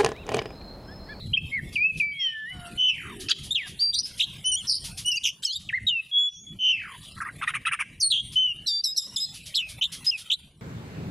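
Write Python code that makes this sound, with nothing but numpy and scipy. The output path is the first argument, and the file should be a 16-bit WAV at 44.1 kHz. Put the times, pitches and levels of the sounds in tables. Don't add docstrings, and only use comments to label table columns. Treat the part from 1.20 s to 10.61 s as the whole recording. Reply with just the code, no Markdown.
import sys
import numpy as np
from scipy import signal
from scipy.fft import rfft, irfft, next_fast_len
from scipy.io import wavfile
from scipy.ndimage import uniform_filter1d

SR = 44100
rng = np.random.default_rng(int(sys.argv[2]) if len(sys.argv) > 2 else 0)


def log_audio(samples):
    frames = np.atleast_2d(samples).T
    limited = np.clip(frames, -1, 1)
    pcm = np.round(limited * 32767).astype(np.int16)
    wavfile.write(sys.argv[1], SR, pcm)


N = 414981
TIME = np.arange(N) / SR


def amp(db):
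    return 10 ** (np.asarray(db) / 20)


def unit(x):
    return x / np.sqrt(np.mean(abs(x) ** 2) + 1e-20)


def read(points, hz):
    f, value = np.transpose(points)
    return np.interp(np.log(hz + 1), np.log(f + 1), value)


def curve(points):
    return np.interp(TIME, *np.transpose(points))


def add(mix, start, sound):
    part = mix[max(round(start * SR), 0):][:len(sound)]
    part += sound[:len(part)]


def fade(n, edge_s):
    return signal.windows.tukey(n, min(2 * edge_s * SR / n, 1))


def wander(speed_hz):
    size = next_fast_len(N, True)
    hz = np.fft.rfftfreq(size, 1 / SR)
    lowpass = 1 / (1 + (hz / speed_hz) ** 8)
    return unit(irfft(rfft(rng.standard_normal(size)) * lowpass, size)[:N])


def coloured(x, spectrum):
    size = next_fast_len(N, True)
    gain = amp(read(spectrum, np.fft.rfftfreq(size, 1 / SR)))
    return irfft(rfft(x, size) * gain, size)[:N]


def noise(spectrum):
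    return unit(coloured(rng.standard_normal(N), spectrum))


def patchy(x, patch_db=10):
    z = signal.stft(x, nperseg=1024, noverlap=768)[2]
    patches = uniform_filter1d(rng.standard_normal(z.shape), size=7, axis=0)
    patches = unit(uniform_filter1d(patches, size=12, axis=1))
    z = z * amp(patch_db * np.minimum(patches, 1.5))
    return unit(signal.istft(z, nperseg=1024, noverlap=768)[1][:N])


RASP = 0.95


def sing(notes, trill_hz=62, trill_depth_hz=380, jitter_hz=180, third_db=-15, fourth_db=-23, fuzz=0.33,
         coupling=0.83, breakup=0.67):
    out = np.zeros(N, complex)
    jitter, drift = wander(270), wander(25.4)
    scatter = unit(wander(520) + 1j * wander(470))
    flick = np.cos(2 * np.pi * np.cumsum(trill_hz * (1 + 0.1518 * drift)) / SR)
    flutter = flick + 0.96 * (flick ** 2 - 0.5)
    for note in notes:
        s, hz, db, rough, overtone_db = np.transpose(note)
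        i = np.arange(max(round(s[0] * SR), 0), round(s[-1] * SR))
        controls = hz, amp(db), np.clip(rough, 0, 1), amp(overtone_db)
        hz, level, rough, octave = (np.interp(TIME[i], s, c) for c in controls)
        rough = rough ** 3 / (rough ** 2 + 0.0067)
        treble = octave / (1 + (hz / 4600) ** 10)
        swing_hz = trill_depth_hz * (1 - breakup * rough)
        hz = hz + rough * (swing_hz * flutter[i] + jitter_hz * jitter[i]) + 4 * drift[i]
        turn = np.exp(2j * np.pi * np.cumsum(hz) / SR)
        share = RASP * rough
        hoarse = np.clip(fuzz + 2 * rough, 0, 1)
        voice = turn * (np.sqrt(1 - share ** 2) + share * scatter[i])
        overtones = turn + amp(third_db) * turn ** 2 + amp(fourth_db) * turn ** 3
        overtones = overtones * (np.sqrt(1 - hoarse ** 2) + hoarse * scatter[-i])
        voice = voice * (1 + treble * overtones)
        out[i] += level * voice * fade(len(i), 0.0015) * (1 + coupling * out[i])
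    return out.real


def clock(length):
    return np.linspace(0, length, num=120)


def loudness(t, rise, fade_db, onset_db=-22, sag=0.88, release_s=0.0026):
    swell = amp(onset_db) + (1 - amp(onset_db)) * np.minimum(t / rise, 1)
    release = np.clip((t[-1] - t) / release_s, 0.1, 1)
    progress = np.clip((t - rise) / (t[-1] - rise), 0, 1)
    return 20 * np.log10(swell * release) + fade_db * progress ** sag


def gesture(*controls):
    return np.transpose(np.broadcast_arrays(*controls))


# (start [s], length [s], first [Hz], middle [Hz], last [Hz], rise [s], peak [dB], fade [dB],
#  roughness [0-1], overtone [dB])
WHISTLES = [(0.132, 0.026, 2820, 3200, 3094, 0.0083, -14.5, -8, 0.15, -51),
            (0.157, 0.017, 2520, 2400, 2500, 0.0092, -38.5, -10, 0.16, -32.5),
            (0.169, 0.017, 2320, 2637, 2570, 0.0095, -14, -11, 0.03, -34.5),
            (0.314, 0.087, 2084, 2160, 1710, 0.034, -22.5, -6.5, 0.11, -32.5),
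            (0.988, 0.16, 2800, 2680, 2460, 0.025, -41, -11.5, 0.4, -44),
            (1.0, 0.13, 5830, 5640, 5500, 0.047, -44, -21, 0.13, -40),
            (1.302, 0.32, 766, 695.6, 736, 0.16, -43.5, -18, 0.07, 0),
            (1.676, 0.046, 2800, 2635, 2590, 0.027, -20, -24, 0.08, -32),
            (2.306, 0.028, 3450, 3680, 3700, 0.0045, -20, -3.5, 0.14, -16),
            (2.83, 0.037, 5080, 5110, 5180, 0.0048, -30.5, 1, 0.35, -13),
            (3.469, 0.12, 5700, 4750, 4870, 0.031, -18.5, -12.5, 1.17, -11.5),
            (3.916, 0.026, 5310, 5440, 5000, 0.0018, -21.5, -29, 0.7, -60),
            (4.033, 0.074, 3510, 2970, 3070, 0.025, -17, -15.5, 0.7, -5),
            (4.526, 0.061, 1566, 2115, 1774, 0.015, -19, -8, 0.05, -33),
            (4.666, 0.038, 3904, 3727, 3490, 0.0069, -16.5, -5, 0.12, -29.5),
            (4.913, 0.18, 3330, 3368, 3402, 0.069, -15, -11, 0.03, -40),
            (5.076, 0.18, 5750, 5840, 5900, 0.1, -46.5, -20, 0.42, -48),
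            (5.13, 0.19, 6500, 6610, 6770, 0.1, -45, -15, 0.17, -33),
            (5.401, 0.22, 2856, 2772, 2480, 0.1, -24, -11.5, 0.16, -34.5),
            (7.156, 0.114, 3013, 3055, 2973, 0.012, -13.5, -5, 0.07, -34),
            (7.271, 0.056, 2950, 2877, 2780, 0.006, -23.5, -4, 0.11, -31)]


def whistle(start, length, first, middle, last, rise, db, fade_db, rough, overtone_db):
    t = clock(length)
    arch = np.polyfit([0, 0.5, 1], [first, middle, last], 2)
    hz = np.polyval(arch, t / length)
    return gesture(start + t, hz, db + loudness(t, rise, fade_db), rough, overtone_db)


# (time [s], pitch [Hz], rms level [dB])
DRAWN_OUT = [
    [(0.555, 3050, -32), (0.565, 2454, -21), (0.579, 2285, -29), (0.647, 2549, -19.5), (0.681, 2652, -24),
     (0.711, 2554, -30.5), (0.722, 2500, -55)],
    [(0.799, 2710, -23.5), (0.809, 2426, -19), (0.825, 2318, -25), (0.867, 2321, -33.5),
     (0.979, 2226, -38.5), (1.055, 1888, -50), (1.171, 1752, -36.5), (1.247, 1742, -36),
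     (1.33, 2120, -41.5)],
]
# (time [s], pitch [Hz], rms level [dB])
UPPER_VOICE = [(0.92, 3095, -50.5), (0.98, 3300, -44), (1.048, 3176, -24), (1.08, 3036, -25.5),
               (1.12, 2980, -47), (1.244, 2883, -64), (1.318, 2964, -43), (1.35, 3040, -42)]


def drawn_out(gain_db=3, rough=0.04, low_overtone_db=-25, high_overtone_db=-48, beat_db=-33):
    curves = [np.transpose(c) for c in DRAWN_OUT + [UPPER_VOICE]]
    (low_s, low_hz, _), (s, hz, db) = curves[-2:]
    combination_hz = 2 * hz - np.interp(s, low_s, low_hz)
    curves.append((s, combination_hz, db + beat_db))
    notes = []
    for s, hz, db in curves:
        overtone_db = np.interp(hz, [1900, 2300], [low_overtone_db, high_overtone_db])
        notes.append(gesture(s, hz, db + gain_db, rough, overtone_db))
    return notes


# (start [s], length [s], first [Hz], held [Hz], last [Hz], swoop [s], rise [s], peak [dB], fade [dB],
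#  roughness [0-1], overtone [dB])
SLURS = [(2.345, 0.13, 3990, 1520, 1387, 0.052, 0.011, -17.5, -27.5, 0.03, -28.5),
         (2.59, 0.12, 3610, 4692, 4725, 0.0054, 0.038, -16, -8, 0.08, -21),
         (4.258, 0.062, 5150, 4510, 4070, 0.0051, 0.0037, -37, 11, 0.2, -34.5),
         (4.488, 0.022, 3730, 1510, 1523, 0.0093, 0.0048, -23, -13, 0.04, -31.5),
         (4.675, 0.13, 3530, 2946, 2576, 0.021, 0.019, -23, -1, 0, -42),
         (6.799, 0.17, 6290, 4204, 4420, 0.014, 0.04, -17, -41, 0.14, -5),
         (6.9, 0.11, 4520, 3112, 3300, 0.016, 0.015, -17, -9, 0.45, -26.5),
         (7.46, 0.14, 4310, 3310, 3600, 0.032, 0.013, -24, -12, 0.04, -15),
         (7.466, 0.042, 5930, 4880, 5190, 0.015, 0.0091, -25, -7, 0.15, -11),
         (7.636, 0.082, 5030, 3750, 3823, 0.01, 0.0047, -25, -12.5, 0.06, -9.5),
         (7.638, 0.045, 5720, 5020, 5230, 0.017, 0.0046, -18.5, -12, 0.28, -9.5),
         (7.762, 0.11, 4720, 3430, 3860, 0.016, 0.0029, -27.5, -22.5, 0.22, -3),
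         (7.762, 0.026, 5950, 5430, 5555, 0.0076, 0.0031, -33, 21, 0.54, -3.5),
         (7.96, 0.11, 4470, 3405, 4150, 0.0043, 0.0068, -26, -13, 0.28, -5.5),
         (8.347, 0.069, 4164, 3420, 3490, 0.035, 0.01, -20.5, -22, 0.28, -10.5),
         (8.354, 0.14, 4890, 2286, 2494, 0.032, 0.029, -19, -25.5, 0.2, -27),
         (8.908, 0.058, 3230, 2500, 2420, 0.023, 0.0077, -29, 0.5, 0.03, -21.5)]
SWOOP_ROUGH = 0.35


def slur(start, length, first, held, last, swoop_s, rise, db, fade_db, rough, overtone_db):
    t = clock(length)
    swoop = np.exp(-t / swoop_s)
    hz = held + (first - held) * swoop + (last - held) * t / length
    return gesture(start + t, hz, db + loudness(t, rise, fade_db), rough + SWOOP_ROUGH * swoop, overtone_db)


# (start [s], length [s], first [Hz], last [Hz], peak [dB], roughness [0-1])
CHIPS = [(2.107, 0.017, 3874, 3360, -16.5, 0.7), (2.729, 0.041, 3560, 4100, -24, 0.5),
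         (2.774, 0.024, 4310, 5100, -23.5, 0.98), (2.781, 0.025, 4220, 5180, -21, 1.03),
         (4.229, 0.016, 3460, 4570, -29, 1.1), (4.23, 0.037, 8000, 7980, -35.5, 0.33),
         (4.247, 0.033, 6660, 6600, -35.5, 0), (4.258, 0.018, 6000, 5600, -32, .2),
         (4.353, 0.023, 3670, 3780, -21.5, 0.1), (4.322, 0.025, 4540, 4790, -30, .7),
         (4.344, 0.031, 3800, 3610, -32, 0.7), (6.275, 0.0094, 1780, 2010, -17.5, 0.03),
         (6.336, 0.02, 1760, 2200, -28, 0.1), (6.803, 0.023, 6230, 5620, -23.5, 1),
         (3.243, 0.046, 5600, 5960, -32, 0.63), (3.359, 0.043, 6530, 7200, -35, 0.2),
         (3.855, 0.037, 5840, 5750, -33.5, 0.53), (3.952, 0.024, 6100, 6270, -31.5, 0.8),
         (8.339, 0.018, 2710, 3900, -30.5, 0.5), (8.344, 0.022, 3860, 5700, -22, 0.45),
         (8.611, 0.021, 3150, 2905, -17, 0.4), (9.099, 0.015, 3280, 2940, -18.5, 0.46)]
CHIP_OVERTONE_DB = -21


def chip(start, length, first, last, db, rough, edge_db=-11):
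    t = clock(length)
    u = t / length
    level = db + edge_db * (2 * u - 1) ** 2
    return gesture(start + t, first + (last - first) * u, level, rough, CHIP_OVERTONE_DB)


# (start [s], length [s], first centre [Hz], last centre [Hz], swing [Hz],
#                     swing rate [1/s], peak [dB], roughness [0-1])
TRILLS = [(2.994, 0.054, 3013, 3785, 620, 46.4, -17, 0.26),
          (8.622, 0.043, 3384, 3550, 410, 76, -17.5, 0.25), (9.11, 0.039, 3170, 3945, 455, 79, -16, 0.22)]


def trill(start, length, first, last, swing_hz, rate_hz, db, rough, rise_s=0.01, fade_db=-9):
    t = clock(length)
    u = t / length
    swing = swing_hz * (1 - u / 2) * np.cos(2 * np.pi * rate_hz * t)
    hz = first + (last - first) * u - swing
    return gesture(start + t, hz, db + loudness(t, rise_s, fade_db), rough, CHIP_OVERTONE_DB)


def scratch(start, length, first, last, swing_hz, rate_hz, db, rough, lag_s=0.0062, faster=1.683, below_db=-7):
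    return trill(start + lag_s, length - lag_s, first, last, swing_hz, faster * rate_hz, db + below_db, rough)


# (start [s], length [s], time to the dip [s], first crest [Hz], dip [Hz], second crest [Hz], last [Hz],
#  peak [dB], fade [dB], overtone [dB])
WARBLES = [(3.241, 0.18, 0.11, 3064, 2893, 3450, 2840, -18.5, -16, -20),
           (3.846, 0.14, 0.1, 3020, 2690, 2960, 2380, -20.5, -7.5, -13.5),
           (4.223, .152, 0.06, 3260, 2860, 3360, 3856, -31.5, -2.5, -10.5)]
WARBLE_RISE_S, WARBLE_ROUGH, WARBLE_FRAY = 0.032, 0.067, 0.086


def warble(start, length, dip_s, first, dip, second, last, db, fade_db, overtone_db):
    t = clock(length)
    corners_s = [0, dip_s / 2, dip_s, (dip_s + length) / 2, length]
    turns = np.interp(t, corners_s, [(first + dip) / 2, first, dip, second, last])
    hz = uniform_filter1d(turns, size=13)
    rough = WARBLE_ROUGH + WARBLE_FRAY * (t / length) ** 4
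    return gesture(start + t, hz, db + loudness(t, WARBLE_RISE_S, fade_db), rough, overtone_db)


# (start [s], rise [s], time to the tail [s], pitch [Hz], peak [dB], roughness [0-1])
BUZZES = [(1.574, 0.034, .125, 3018, -17, 0.15), (5.388, 0.067, .128, 3043, -17, 0.14)]
QUAVER_HZ, QUAVER_SWING_HZ, BUZZ_OVERTONE_DB = 51.3, 256, -28.5
TAIL_S, TAIL_PITCH_S, TAIL_ROUGH = 0.25, 0.21, 0.13
TAIL_DROP_DB, TAIL_DROP_S, TAIL_DB_PER_S = -23.5, 0.032, -20


def buzz(start, rise, hold, hz, db, rough, stumble=0.5, grain_db=5):
    t = clock(hold + TAIL_S)
    late = np.maximum(t - hold, 0)
    slack = 1 - np.exp(-late / TAIL_DROP_S)
    slips, grains = rng.standard_normal((2, len(t)))
    drop_db = TAIL_DROP_DB + grain_db * uniform_filter1d(grains, size=3)
    level = db + loudness(t, rise, 0) + drop_db * slack + TAIL_DB_PER_S * late
    rough = rough + (TAIL_ROUGH - rough) * slack
    phase = 2 * np.pi * QUAVER_HZ * late + stumble * np.cumsum(slips)
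    quaver = QUAVER_SWING_HZ * np.sin(np.pi * late / TAIL_S) * np.sin(phase)
    sinking_hz = hz * np.exp(-late / TAIL_PITCH_S)
    return gesture(start + t, sinking_hz + quaver, level, rough, BUZZ_OVERTONE_DB)


HUSK_DB, HUSK_PITCH_S, HUSK_ROUGH = 5, 0.52, 0.55


def husk(start, rise, hold, hz, db, rough, ratio=0.99, onset_s=0.057, fade_db=-12):
    t = clock(TAIL_S)
    level = db + TAIL_DROP_DB + HUSK_DB + loudness(t, onset_s, fade_db)
    sinking_hz = ratio * hz * np.exp(-t / HUSK_PITCH_S)
    return gesture(start + hold + t, sinking_hz, level, rough + HUSK_ROUGH, BUZZ_OVERTONE_DB)


# (time [s], pitch [Hz], peak level [dB], roughness [0-1], overtone [dB])
AFTERSOUND = [(0, 4020, -41, 0.54, -48), (.13, 4060, -61, 0.1, -16)]


def phrases():
    kinds = [(whistle, WHISTLES), (slur, SLURS), (chip, CHIPS), (trill, TRILLS), (scratch, TRILLS),
             (warble, WARBLES), (buzz, BUZZES), (husk, BUZZES)]
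    return [shape(*row) for shape, rows in kinds for row in rows] + drawn_out() + [AFTERSOUND]


# (start [s], length [s], level [dB], pitch [Hz], throat resonance [Hz],
#               throat width [log ratio], place of the crest [0-1], level of the treble fizz [dB])
CHACKS = [(2.084, 0.044, -28, 774, 3770, 0.5, 0.4, -47), (4.222, 0.029, -42.5, 797, 5230, 0.75, 0.62, -67),
          (5.962, 0.031, -45, 650, 1410, 0.36, .5, -62), (6.003, .038, -32, 619, 1740, 0.21, 0.38, -51),
          (6.046, 0.058, -36, 601, 1690, 0.21, 0.48, -59.5),
          (6.212, .039, -30.5, 645, 1750, 0.59, 0.6, -50), (6.268, 0.046, -31, 632, 2030, 0.49, 0.57, -44),
          (6.338, .038, -30, 627, 2080, 0.39, 0.5, -44), (6.451, 0.045, -25.5, 658, 2490, 0.29, 0.42, -41),
          (6.512, .044, -27.5, 638, 2100, 0.35, 0.55, -40),
          (6.589, 0.04, -28, 621.5, 2100, 0.35, 0.54, -42)]
# (pitch [Hz], relative density [dB per Hz])
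FIZZ = [(3500, -40.5), (5200, -14.5), (7000, -18.5), (7900, -20), (8600, -4), (9800, -3.5), (10900, -13.5),
        (11700, -32), (14000, -48.5)]


def chacks(low_hz=1000, arch=0.254, chest_db=-2, half_lines_db=-11, throat_opening=0.32, raggedness=1.2,
           grain_db=1.94, taper=0.5):
    out, jitter = np.zeros(N), wander(160)
    k = np.arange(1, 18)[:, None]
    ragged = unit(wander(110) + 1j * wander(200))
    sputter = amp(grain_db * wander(360))
    fizz = patchy(noise(FIZZ), patch_db=5)
    for s, length, db, pitch, centre, width, crest, fizz_db in CHACKS:
        i = round(s * SR) + np.arange(round(length * SR))
        progress = np.interp(np.linspace(0, 1, len(i)), [0, np.clip(crest, 0.1, 0.9), 1], [0, 0.5, 1])
        swell = abs(np.sin(np.pi * progress))
        hz = k * pitch * (1 + arch * (swell - 0.9) + 0.06 * jitter[i])
        mouth = centre * (1 + throat_opening * (swell - 0.7))
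        throat = 1 / (1 + (np.log(hz / mouth) / width) ** 8)
        throat = throat + amp(chest_db) * swell / (1 + ((hz - 2 * pitch) / 200) ** 2)
        partials = np.exp(2j * np.pi * (np.cumsum(hz, axis=1) / SR + rng.random(k.shape)))
        partials *= 1 + raggedness * ragged[i - k * len(i)]
        partials *= amp(half_lines_db * (k % 2) * swell ** 2)
        call = (partials.real * throat / (1 + (low_hz / hz) ** 6)).sum(0)
        push = swell ** taper * sputter[i]
        add(out, s, amp(db) * unit(call * push) + amp(fizz_db) * unit(fizz[i] * push * swell))
    return out


# (delay [s], level [dB])
BOUNCES = [(.0031, -26), (.0074, -12.5), (0.0135, -16)]


def cage(x):
    out = x.copy()
    for delay, db in BOUNCES:
        add(out, delay, amp(db) * x)
    return out


# (pitch [Hz], gain [dB])
SONG_COLOUR = [(1000, -0.5), (5800, 0.5), (6800, -1.5), (8000, 4), (8600, -21.5), (9500, -2.5),
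               (10400, 6.5), (11500, 10.5), (12500, -9), (14500, -16.5)]


def bird():
    return cage(coloured(sing(phrases()), SONG_COLOUR) + chacks())


RING_A, RING_B, RING_C, RING_D, RING_E = 4688, 5062, 5812, 8812, 9562
# (start [s],
# length [s], pitch [Hz], rms level [dB])
RINGS = [(0.792, 0.15, RING_A, -57.5), (0.99, 0.05, 5410, -46), (2.099, 0.025, RING_A, -25.5),
         (2.74, 0.042, RING_A, -30), (2.741, 0.0159, RING_C, -30), (2.785, 0.033, RING_C, -30),
         (2.735, 0.076, RING_D, -40), (3.256, 0.051, RING_E, -30.5), (3.315, 0.047, RING_D, -27.5),
         (3.316, 0.045, RING_C, -28), (3.497, 0.067, RING_D, -39.5), (3.856, 0.045, RING_D, -32),
         (3.967, 0.022, RING_A, -28.5), (4.98, 0.099, 7135, -51.5), (0.523, 0.12, RING_A, -52.5),
         (6.824, 0.059, RING_D, -25), (6.856, 0.069, RING_D, -37), (7.477, 0.14, RING_A, -27.5),
         (7.654, 0.086, RING_B, -33.5), (7.74, 0.05, RING_B, -43), (7.779, 0.03, RING_B, -31),
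         (7.816, 0.055, RING_B, -38), (7.959, 0.016, RING_B, -25), (7.999, 0.057, RING_B, -29),
         (8.864, 0.044, RING_B, -19), (4.248, 0.013, 5220, -19.5), (4.362, 0.023, RING_A, -40),
         (5.264, 0.079, 3377, -44.5)]


def rings():
    out = np.zeros(N)
    for s, length, hz, db in RINGS:
        t = TIME[:round(length * SR)]
        tone = np.sqrt(2) * np.sin(2 * np.pi * hz * t)
        add(out, s, amp(db) * tone * fade(len(t), 0.0052))
    return out * (1 + 0.16 * wander(65))


# (time [s], level at the crest [dB])
HISSES = [(0.523, -46.5), (1.997, -38.5), (2.23, -41.5), (2.975, -39.5), (3.639, -34.5), (3.771, -34),
          (4.225, -44), (5.825, -52), (8.137, -41), (8.255, -40), (8.485, -40.5), (8.718, -35.5),
          (8.842, -37), (0.768, -44), (4.393, -52.5), (2.469, -43.5), (2.594, -43), (2.851, -42),
          (7.118, -43.5), (8.974, -40.5)]
# (pitch [Hz], relative density [dB per Hz])
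HISS = [(600, -31), (1500, -20.5), (3200, -2.5), (5300, -3.5), (8000, -11), (10500, -4), (12500, -19.5),
        (14500, -35.5)]


def hisses(rise_s=0.016):
    level, u = np.zeros(N), TIME[:SR // 4] / rise_s
    for s, db in HISSES:
        add(level, s, amp(db) * u * np.exp(1 - u))
    return level * noise(HISS)


def ducking(song, threshold_db=-46, depth=0.46, recover_db_per_s=400):
    power_db = 10 * np.log10(abs(uniform_filter1d(song ** 2, size=400)) + 1e-12)
    fall = TIME * recover_db_per_s
    held_db = np.maximum.accumulate(power_db + fall) - fall
    over_db = np.maximum(held_db - threshold_db, 0)
    return amp(-depth * uniform_filter1d(over_db, size=400))


# (pitch [Hz], time to fall by 60 dB [s])
YARD = [(500, 0.079), (3000, 0.6), (5000, 0.41), (12000, 1.87)]


def yard(x):
    taps = rng.choice([-1., 1.], SR) * (rng.random(SR) < 2500 / SR) * (TIME[:SR] > 0.008)
    hz, t, z = signal.stft(taps, SR, nperseg=256)
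    decay = amp(-60 * t / read(YARD, hz)[:, None])
    tail = signal.istft(z * decay, SR, nperseg=256)[1]
    return signal.fftconvolve(x, tail / np.linalg.norm(tail))[:N]


# (time [s], relative level [dB])
ECHO_DB = [(3.0, 1), (3.42, -4.5), (3.9, 5.5), (4.12, -4.5), (4.22, -31), (4.37, -2), (4.6, 3),
           (4.75, -6.5), (7.5, 0), (7.72, -7), (8.05, 9), (8.4, -16)]


def echo(song, tones, gain, echo_db=-8, ring_echo_db=-6, low_hz=1900, high_hz=6500):
    thin = signal.butter(2, [low_hz, high_hz], "bandpass", fs=SR, output="sos")
    source = signal.sosfilt(thin, song) + amp(ring_echo_db) * tones
    return gain * amp(echo_db + curve(ECHO_DB)) * yard(source)


# (pitch [Hz], relative density [dB per Hz])
AIR = [(300, -11.5), (700, -1.5), (1500, -4), (3200, 7), (6000, -9.5), (11000, 0), (12500, -21),
       (14500, -12.5)]
# (time [s], mean level before ducking [dB])
AIR_DB = [(0, -60.5), (.5, -51), (1.2, -61), (1.45, -48.5), (2.2, -51.5), (3.7, -48), (4.2, -60.5),
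          (4.85, -56), (5.15, -69), (5.85, -49), (6.75, -60.5), (7.1, -58.5), (8.6, -48.5), (9.05, -49),
          (9.35, -69)]


def air(gain, duck=1.17):
    level = amp(curve(AIR_DB) + 2 * wander(41))
    return gain ** duck * level * patchy(noise(AIR))


# (pitch [Hz], relative density [dB per Hz])
RUMBLE = [(20, -12), (50, 1), (150, 3), (330, -14), (550, -23.5), (1500, -48)]
# (time [s], mean level before ducking [dB])
RUMBLE_DB = [(0, -37.5), (.55, -39.5), (.8, -42), (1.15, -58), (1.48, -40), (2.1, -46.5), (3.1, -47),
             (3.75, -44.5), (4.2, -58), (4.6, -46.5), (5.15, -66), (5.35, -44), (5.7, -54), (6.2, -42.5),
             (6.75, -49.5), (7.08, -44.5), (7.4, -51.5), (9.4, -52)]
# (start [s], length [s], level at the crest before ducking [dB])
SWELL = (1.75, 0.52, -44)
# (pitch [Hz], relative density [dB per Hz])
SWELL_COLOUR = [(120, -22), (230, -8), (400, -4), (520, -37), (1200, -60)]


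def rumble(gain, duck=1.0, side_db=-29):
    level = amp(curve(RUMBLE_DB) + wander(8.5))
    mid = level * patchy(noise(RUMBLE), patch_db=4.5)
    start, length, db = SWELL
    n = round(length * SR)
    add(mid, start, amp(db) * noise(SWELL_COLOUR)[:n] * np.hanning(n))
    ducked = gain ** duck
    return ducked * mid, amp(side_db) * ducked * level * noise(RUMBLE)


# (middle [s], half length [s], left minus right [dB])
TURN = (7.22, .16, 1.3)


def head_turn():
    middle, half_length, db = TURN
    return amp(db / 2 * np.exp(-((TIME - middle) / half_length) ** 4))


def scene(side_db=-26):
    song, tones = bird(), rings()
    gain = ducking(song + tones)
    rumble_mid, rumble_side = rumble(gain)
    mid = song + tones + hisses() + echo(song, tones, gain) + air(gain) + rumble_mid
    side = amp(side_db) * yard(mid) + rumble_side
    turn = head_turn()
    return np.array([(mid + side) * turn, (mid - side) / turn])


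def suppressor(x, range_db=50, floor_db=-97, slope=0.53, most_db=22):
    z = signal.stft(x, nperseg=1024, noverlap=768)[2]
    power = uniform_filter1d(abs(z[0]) ** 2, size=7, axis=0)
    power = uniform_filter1d(power, size=3, axis=1)
    band_db = 10 * np.log10(abs(power) + 1e-16)
    threshold_db = np.maximum(band_db.max(0) - range_db, floor_db)
    cut_db = np.clip(slope * (threshold_db - band_db), 0, most_db)
    return signal.istft(z * amp(-cut_db), nperseg=1024, noverlap=768)[1][:, :N]


EDGE_HZ = 14900


def record(dry):
    lowpass = signal.firwin(511, EDGE_HZ, window=("kaiser", 9), fs=SR)
    return signal.oaconvolve(suppressor(dry), lowpass[None], "same")


dry = scene()
out = record(dry)
log_audio(out)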